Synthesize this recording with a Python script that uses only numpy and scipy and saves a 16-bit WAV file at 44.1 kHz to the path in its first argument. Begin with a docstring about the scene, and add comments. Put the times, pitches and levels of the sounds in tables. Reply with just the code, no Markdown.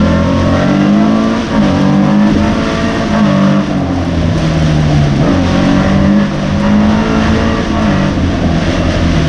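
"""An air-cooled flat-four race car engine, heard from inside the bare cabin as the driver speeds up,
lifts off and blips down a gear. Its lowest tones boom in the body shell, and its uneven firing
pulses bark through the exhaust and ring the panels. The cooling fan and valves hiss, the road
rumbles and fittings rattle. Now and then a loose panel buzzes, unburnt fuel thuds in the exhaust,
a bump drums on the floor or a stone ticks against it."""
import sys
import numpy as np
from scipy import signal
from scipy.fft import rfft, irfft, next_fast_len
from scipy.io import wavfile
from scipy.ndimage import uniform_filter1d, minimum_filter1d, map_coordinates

SR = 44100
rng = np.random.default_rng(int(sys.argv[2]) if len(sys.argv) > 2 else 0)


def put_to_file(sound):
    """Save the sound as 16-bit audio at rate SR, in the file named by the first command-line argument."""
    columns = np.atleast_2d(sound).T  # one column per channel
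    safe = np.clip(columns, -1, 1)
    whole_steps = np.round(safe * 32767)
    wavfile.write(sys.argv[1], SR, whole_steps.astype(np.int16))


N = 409248


def amp(db):
    """Turn decibels into a gain to multiply by."""
    return 10 ** (np.asarray(db) / 20)

def unit(x):
    """Scale a signal so its average size (rms) is 1."""
    return x / np.sqrt(np.mean(x ** 2) + 1e-20)

def steady(x):
    """Hold the average size near 1 over every tenth of a second."""
    return x / np.sqrt(np.abs(uniform_filter1d(x * x, SR // 10)) + 1e-9)

def curve(rows):
    """Join (time, value) points with straight lines, one value per sample."""
    return np.interp(np.arange(N) / SR, *np.transpose(rows))

def wobble(rate):
    """A smooth curve through `rate` random values a second."""
    return map_coordinates(rng.standard_normal(int(N * rate / SR) + 4), [np.arange(N) * rate / SR])

def filtered(x, response):
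    """Scale and delay each frequency as response(hz) says."""
    size = next_fast_len(N + SR // 2)
    return irfft(rfft(x, size) * response(np.fft.rfftfreq(size, 1 / SR)), size)[:N]

def noise(spectrum):
    """Noise whose tone colour follows (frequency, level) points."""
    points_hz, db = np.transpose(spectrum)
    colour = lambda hz: amp(np.interp(np.log(hz + 1), np.log(points_hz), db))
    return unit(filtered(rng.standard_normal(N), colour))

def resonate(x, modes, low_hz, high_hz):
    """Let x ring a set of resonances, keeping the band from low_hz to high_hz."""
    def ring(f):
        return sum((-1) ** k * amp(db) * 1j * f * width / (hz * hz - f * f + 1j * f * width)
                   for k, (hz, width, db) in enumerate(modes))
    band = signal.butter(3, [low_hz, high_hz], 'band', fs=SR, output='sos')
    return unit(signal.sosfilt(band, filtered(x, ring)))

def arch(start, length):
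    """One smooth rise from 0 to 1 and back."""
    return np.sin(np.pi * np.clip((np.arange(N) / SR - start) / length, 0, 1))

def swells(events, spectrum):
    """Noise that rises and falls once for each (start, length, level) row."""
    return sum(amp(db) * arch(start, length) for start, length, db in events) * steady(noise(spectrum))


# how fast the engine turns: (time [s], speed [turns a minute])
ENGINE_SPEED = [(0, 4946), (.18, 5153), (.3, 5411), (.43, 5345), (.6, 5490), (.72, 5820), (.86, 5990),
                (1.05, 6418), (1.27, 6650), (1.42, 6957), (1.58, 6450), (1.67, 5758), (1.73, 5513),
                (1.82, 5724), (2.27, 6276), (2.38, 6260), (2.6, 6689), (2.71, 6604), (2.99, 6810),
                (3.11, 6240), (3.2, 6540), (3.3, 5770), (3.63, 5993), (3.89, 5409), (4.05, 5270),
                (4.21, 4926), (4.65, 4700), (5.08, 4310), (5.19, 4020), (5.29, 5657), (5.45, 5260),
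                (5.6, 5540), (5.79, 5636), (5.95, 5928), (6.05, 5793), (6.17, 6190), (6.36, 5850),
                (6.58, 6060), (7.1, 6627), (7.25, 6502), (7.41, 6781), (7.64, 6660), (7.75, 6353),
                (7.83, 6535), (7.95, 5724), (8.13, 5756), (8.54, 4830), (8.71, 5172), (8.98, 5147),
                (9.27, 4600)]
def crankshaft():
    """Engine speed and a running count of cycles; the shaft stumbles more when speed changes fast."""
    rpm = curve(ENGINE_SPEED)
    rpm_per_s = uniform_filter1d(np.abs(np.gradient(rpm)) * SR, size=4000)
    stumble = .0015 + .007 * np.clip(rpm_per_s / 3000 - .4, 0, 1)
    cycle = np.cumsum(rpm * (1 + stumble * wobble(40))) / SR / 120  # one cycle takes two turns
    return rpm, cycle

# pedal presses: (start [s], length [s], opening [0-1], firing tone boost [dB], growl boost [dB])
PEDAL_PRESSES = [(0, .66, 0.92, -2, 1), (0.649, 0.713, 0.63, 2, 3.5), (1.49, 0.776, 0.8, 1, 1.5),
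                 (2.368, 0.653, 0.54, -2.5, -1), (3.088, 0.494, 0.86, 1, -3), (5.198, .57, 0.68, 1, 5.5),
                 (5.739, 0.488, 0.68, 1.5, -4), (6.216, 0.43, 0, -2, -12), (6.584, 1, 0.77, 0, -4),
                 (7.701, 0.363, 0.68, -2.5, -6.5), (8.576, 0.6, 0.36, -0.5, -1.5)]
def pedal(travel_s=0.064, lurch_s=0.068):
    """The pedal works the throttle; each move makes a lurch as the drive takes up its slack."""
    t = np.arange(N) / SR
    held = []
    for start, length, *_ in PEDAL_PRESSES:
        opening = (t - start) / travel_s + (start <= 0)  # a press at time 0 is already down
        closing = 1 - (t - start - length) / travel_s
        held.append(np.clip(np.minimum(opening, closing), 0, 1))
    throttle, firing_db, growl_db = np.array(PEDAL_PRESSES)[:, 2:].T @ np.array(held)
    lurch = signal.lfilter([1], [1, -np.exp(-1 / (lurch_s * SR))], np.abs(np.gradient(throttle)))
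    return np.clip(throttle, 0, 1), np.clip(lurch, 0, 1), firing_db, growl_db

# the cylinders in firing order: (pulse strength [gain], place in the cycle [0-1])
FIRING_ORDER = [(0.58, .03), (0.14, 0.3), (0.34, .504), (0.32, .788)]
def firings(cycle, scatter_db=1, jitter=.001):
    """Each cylinder fires one pulse per cycle, a little different in size and timing each time."""
    pulses = np.zeros(N)
    for strength, place in FIRING_ORDER:
        timing, size = rng.standard_normal((int(cycle[-1]), 2)).T
        at = np.interp(np.arange(len(timing)) + place + jitter * timing, cycle, np.arange(N))
        pulses += np.bincount(at.astype(int), strength * amp(scatter_db * size), N)
    return unit(pulses)

def chuff(cycle, depth, lope):
    """Gas flow swells at each firing (depth) and once a cycle with the loudest cylinder (lope)."""
    angle = 2 * np.pi * cycle
    return unit(np.exp(depth * np.cos(len(FIRING_ORDER) * angle) + lope * np.cos(angle)))

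def shell_echoes(x, longest_s=.016, points=60):
    """Echoes in the bare shell delay each frequency differently, smearing the pulses."""
    delay = lambda hz: np.interp(hz, np.linspace(0, 3500, points), longest_s * rng.random(points))
    return filtered(x, lambda hz: np.exp(-2j * np.pi * np.cumsum(delay(hz)) * hz[1]))

def drifting_overtones(x, depth_db=5.5):
    """Single overtones swell and sink over a few tenths of a second."""
    slices = signal.stft(x, nperseg=4096)[2]
    drift = uniform_filter1d(rng.standard_normal(slices.shape), size=6, axis=0)  # smooth in pitch
    drift = uniform_filter1d(drift, size=11, axis=1)  # and in time
    return unit(signal.istft(slices * amp(depth_db * unit(drift)), nperseg=4096)[1][:N])

# the engine's low tones: (waves per cycle [count], level pulling [dB], level coasting [dB])
LOW_TONES = [(2, -13.5, -16.5), (3, -16, -20), (4, -5, -10), (5, -11, -29.5), (6, -13, -15),
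             (8, -14.5, -20.5), (12, -23, -33.5), (13, -17, -33)]
# how the cabin air favours some pitches: (frequency [Hz], gain [dB])
CABIN_RESPONSE = [(66, -9), (82, -4.5), (89, -1.5), (98, -18.5), (125, -12), (146, 1.5), (160, -5.5),
                  (178, -13.5), (195, -5.5), (209, -1.5), (223, -9.5), (245, -8), (272, -6.5), (298, -2.5),
                  (330, -12.5), (380, -24.5), (440, -7), (500, -18.5), (580, -3.5), (640, -14.5)]
def cabin_boom(cycle, rpm, throttle, firing_db, growl_db, waver_db=2.0):
    """Nearly pure engine tones, each swelling as it passes a pitch at which the cabin rings."""
    cabin_hz, cabin_db = np.transpose(CABIN_RESPONSE)
    firing = len(FIRING_ORDER)
    tones = 0
    for multiple, pull_db, coast_db in LOW_TONES:
        hz = multiple * rpm / 120
        db = coast_db + (pull_db - coast_db) * throttle + np.interp(hz, cabin_hz, cabin_db)
        db += firing_db * (multiple == firing) + growl_db * (firing < multiple < 2 * firing)
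        phase = 2 * np.pi * (multiple * cycle + rng.random())
        phase += (0.036 + .03 * max(multiple - firing, 0)) * wobble(35)  # higher tones waver more
        tones += amp(db + waver_db * wobble(22)) * np.sqrt(2) * np.sin(phase)
    return tones

# exhaust and shell resonances, pulling and coasting: (frequency [Hz], width [Hz], level [dB])
PIPE_PULLING = [(434, 41, -6), (565.6, 29.5, 3), (654, 54, -3)]
PIPE_COASTING = [(456, 72, -9), (563, 90, -0.5), (684, 44, 3.5), (804, 32, -2)]
def exhaust_bark(cycle, pulses, throttle, level_db, sputter_db=2.2):
    """Firm pulses bark in the pipe; with the pedal up they turn ragged and higher, and sputter."""
    gas = rng.standard_normal(N) * chuff(cycle, depth=0.21, lope=0.093)
    pulling = resonate(pulses + amp(-9) * gas, PIPE_PULLING, low_hz=392, high_hz=810)
    coasting = resonate(pulses + amp(-2.5) * gas, PIPE_COASTING, low_hz=445, high_hz=817)
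    blend = np.sqrt(throttle) * pulling + np.sqrt(1 - throttle) * coasting
    flutter_db = .8 * wobble(14) + sputter_db * (1 - throttle) * wobble(28)
    return amp(level_db + flutter_db) * steady(blend)

# intake and panel resonances: (frequency [Hz], width [Hz], level [dB])
PANEL_RINGS = [(903, 69, 3), (1159, 74, 1.5), (1373, 63, -3.5), (1572, 48, -6.5), (1724, 85, -5),
               (1891, 64, -4.5), (1985, 84, -8.5), (2817, 240, -15)]
def intake_rasp(cycle, pulses, throttle, level_db):
    """Intake pulses ring the panels over a rush of air, standing out as the throttle opens."""
    air = rng.standard_normal(N) * chuff(cycle, depth=0.34, lope=0.088)
    tone = amp(-4 + 11.5 * throttle) * resonate(pulses, PANEL_RINGS, low_hz=770, high_hz=3540)
    wide_rings = [(hz, 1.97 * width, db) for hz, width, db in PANEL_RINGS]
    rush = resonate(air, wide_rings, low_hz=960, high_hz=2610)
    return amp(level_db + 0.71 * wobble(14)) * steady(tone + rush)

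# tone colour of the fan and valves: (frequency [Hz], level [dB])
FAN_COLOUR = [(700, -10), (1500, 4.5), (2100, 2.5), (2400, -1), (2800, 1), (3400, 1), (4000, -4.5),
              (5900, -5.5), (6600, -14), (7400, -22.5), (8700, -22.5), (10000, -33), (12000, -49),
              (15000, -63.5)]
# how their hiss rises and falls: (time [s], relative level [dB])
FAN_LEVEL = [(0.0, -30.5), (1.08, -31.5), (1.63, -28.5), (2.12, -32.5), (2.77, -28.5), (3.46, -30.5),
             (3.85, -36.5), (4.5, -30), (4.96, -28), (5.25, -32), (5.48, -26.5), (6.33, -32.5),
             (7.31, -28.5), (8.5, -32.5), (8.6, -28.5), (9.28, -27)]
def fan_hiss(cycle):
    """Cooling air and valve clatter, pulsing as the engine turns."""
    hiss = amp(curve(FAN_LEVEL) + 3.5 + 0.89 * wobble(12)) * noise(FAN_COLOUR)
    clatter = unit(amp(0.71 * wobble(450)))
    return hiss * chuff(cycle, depth=0.057, lope=0.029) * clatter

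# tone colour of uneven burning: (frequency [Hz], level [dB])
BURBLE_COLOUR = [(80, -40), (115, -15), (150, -6.5), (200, -4), (280, -3.5), (330, -4.5), (380, -14.5),
                 (500, -15.5), (900, -52.5), (3000, -120)]
def burble(throttle, lurch, growl_db, rough_db):
    """Uneven burning fills in between the engine tones, most in a lurch, a growl or on rough road."""
    level_db = -18.5 - 0.48 * throttle + 2.5 * lurch + 0.28 * rough_db + 0.19 * growl_db
    return amp(level_db) * steady(noise(BURBLE_COLOUR))

# how rough the road is: (time [s], rumble level [dB])
ROAD_LEVEL = [(0.0, -24), (0.28, -30), (0.46, -25), (0.9, -36.5), (1.5, -30.5), (1.6, -22.5), (1.86, -37),
              (2.22, -35), (2.35, -23.5), (2.92, -29), (3.1, -27.5), (3.57, -45.5), (3.67, -31),
              (4.14, -32.5), (4.19, -22.5), (4.34, -36.5), (4.37, -25), (5.99, -23), (6.05, -22),
              (6.15, -32.5), (6.41, -25.5), (8.68, -23), (9.18, -17.5), (9.28, -32)]
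# tone colours of the floor and the suspension: (frequency [Hz], level [dB])
FLOOR_COLOUR = [(45, -36.5), (66, -27), (76, -2), (85, 4.5), (96, -8), (115, -13.5), (200, -37.5),
                (1000, -120)]
RUMBLE_COLOUR = [(8, -25.5), (24, -8.5), (36, -0.5), (46, -2.5), (60, -12), (100, -36), (500, -120)]
def road_rumble(throttle, lurch):
    """The road shakes the suspension and drums on the floor; gives the sound and the roughness."""
    road_db = curve(ROAD_LEVEL)
    rough_db = road_db - road_db.mean()
    floor_db = -24 - throttle + 2 * lurch + .6 * rough_db + 2.9 * wobble(6.8)
    floor = amp(floor_db) * steady(noise(FLOOR_COLOUR))
    suspension = amp(road_db + 1.5 * lurch) * steady(noise(RUMBLE_COLOUR))
    return floor + suspension, rough_db

def ticks(hits, fade_s, attack_s=0.0014):
    """The loudness outline of hits: each rises quickly, then falls 60 dB in fade_s."""
    t = np.arange(SR // 4) / SR
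    tick = amp(-60 * t / fade_s) * (1 - np.exp(-t / attack_s))
    return signal.fftconvolve(hits, tick)[:N]

# tone colour of small hard hits: (frequency [Hz], level [dB])
TICK_COLOUR = [(800, -29), (2500, -7), (5800, 2.5), (7400, -10), (9000, -9.5), (12000, -24.5),
               (15000, -36.5)]
# how loud the fine rattle is: (time [s], level [dB])
RATTLE_LEVEL = [(0, -56), (1.0, -50), (1.3, -48), (2.0, -46.5), (2.9, -43.5), (3.3, -50.5), (4.3, -46.5),
                (4.6, -41.5), (5.0, -46), (5.6, -49), (6.2, -55.5), (8.4, -54.5), (9.28, -54)]
def rattle(per_second=260, scatter_db=3):
    """Fittings and grit make many tiny hits at random moments."""
    hits = (rng.random(N) < per_second / SR) * amp(scatter_db * rng.standard_normal(N).clip(-2, 2))
    return amp(curve(RATTLE_LEVEL)) * unit(ticks(hits, fade_s=0.032)) * noise(TICK_COLOUR)

# loose panels buzzing: (start [s], length [s], pitch [Hz], level [dB])
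LOOSE_PANELS = [(.51, .15, 1875, -25), (.74, .17, 2780, -31), (2.74, .26, 1865, -26),
                (6.92, .42, 1368, -31), (7.2, .15, 1738, -27), (7.55, .13, 1740, -28),
                (7.87, .26, 1915, -26), (8.62, .4, 2750, -32)]
def panel_buzzes(cycle):
    """A loose panel swells into a rough, wavering note, shaken by each engine cycle."""
    t, notes = np.arange(N) / SR, np.zeros(N)
    waver = .9 * wobble(110)
    for start, length, hz, db in LOOSE_PANELS:
        swell = np.sqrt(np.abs(arch(start, length)))
        notes += amp(db) * swell * np.sin(2 * np.pi * hz * t + waver)
    return notes * chuff(cycle, depth=0.31, lope=0.37)

# thuds in the exhaust: (start [s], length [s], level [dB])
FUEL_THUDS = [(2.29, 0.12, -11.5), (5.14, 0.25, -13.5), (8.407, .1, -17)]
def fuel_thuds():
    """Unburnt fuel thuds in the exhaust with a short, rough burble."""
    return swells(FUEL_THUDS, BURBLE_COLOUR)

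# bumps in the road: (start [s], length [s], level [dB])
ROAD_BUMPS = [(4.15, .33, -13), (6.48, 0.14, -16), (6.8, .2, -17), (7.15, 0.41, -14.5)]
def road_bumps():
    """Each bump sets the floor booming like a drum."""
    return swells(ROAD_BUMPS, FLOOR_COLOUR)

# stones hitting the floor: (time [s], relative level [dB])
STONE_HITS = [(4.376, -23), (5.1594, -30), (5.649, -29), (6.34, -30), (6.5959, -28), (7.8194, -32)]
def stones():
    """Each stone strikes the floor with a short, dry tick."""
    hits = np.zeros(N)
    for time, db in STONE_HITS:
        hits[round(time * SR)] = amp(db - 6)
    return ticks(hits, fade_s=0.13) * noise(TICK_COLOUR)


def scene():
    """One crankshaft drives all the engine sounds; the pedal and speed set how loud they are."""
    rpm, cycle = crankshaft()
    throttle, lurch, firing_db, growl_db = pedal()
    octaves = np.log2(rpm / 6000)  # above or below cruising speed
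    flare_db = 6 * lurch * throttle  # as the throttle snaps open
    sag_db = -12 * lurch * (1 - throttle)  # as the load drops away
    bark_db = -24.5 + 6 * throttle - 3.5 * octaves + flare_db + sag_db / 2
    rasp_db = -28 + 7.5 * throttle + 5.5 * octaves + flare_db
    pulses = drifting_overtones(shell_echoes(firings(cycle)))
    engine = amp(sag_db) * cabin_boom(cycle, rpm, throttle, firing_db, growl_db)
    engine += exhaust_bark(cycle, pulses, throttle, bark_db)
    engine += intake_rasp(cycle, pulses, throttle, rasp_db)
    engine += fan_hiss(cycle)
    road, rough_db = road_rumble(throttle, lurch)
    engine += burble(throttle, lurch, growl_db, rough_db)
    return (engine + road + rattle() + panel_buzzes(cycle) + fuel_thuds() + road_bumps() + stones())[None]

def record(dry, ceiling=.95, top_hz=15000):
    """A limiter briefly turns everything down under a loud boom, and the highest treble is cut."""
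    needed = np.minimum(1, ceiling / (np.abs(dry[0]) + 1e-9))
    gain = uniform_filter1d(minimum_filter1d(needed, size=700), size=700)
    fade_in = np.minimum(1, np.arange(N) / 100)
    treble_cut = signal.butter(14, top_hz, fs=SR, output='sos')
    return signal.sosfilt(treble_cut, dry[0] * gain * fade_in)[None]


dry = scene()
out = record(dry)
put_to_file(out)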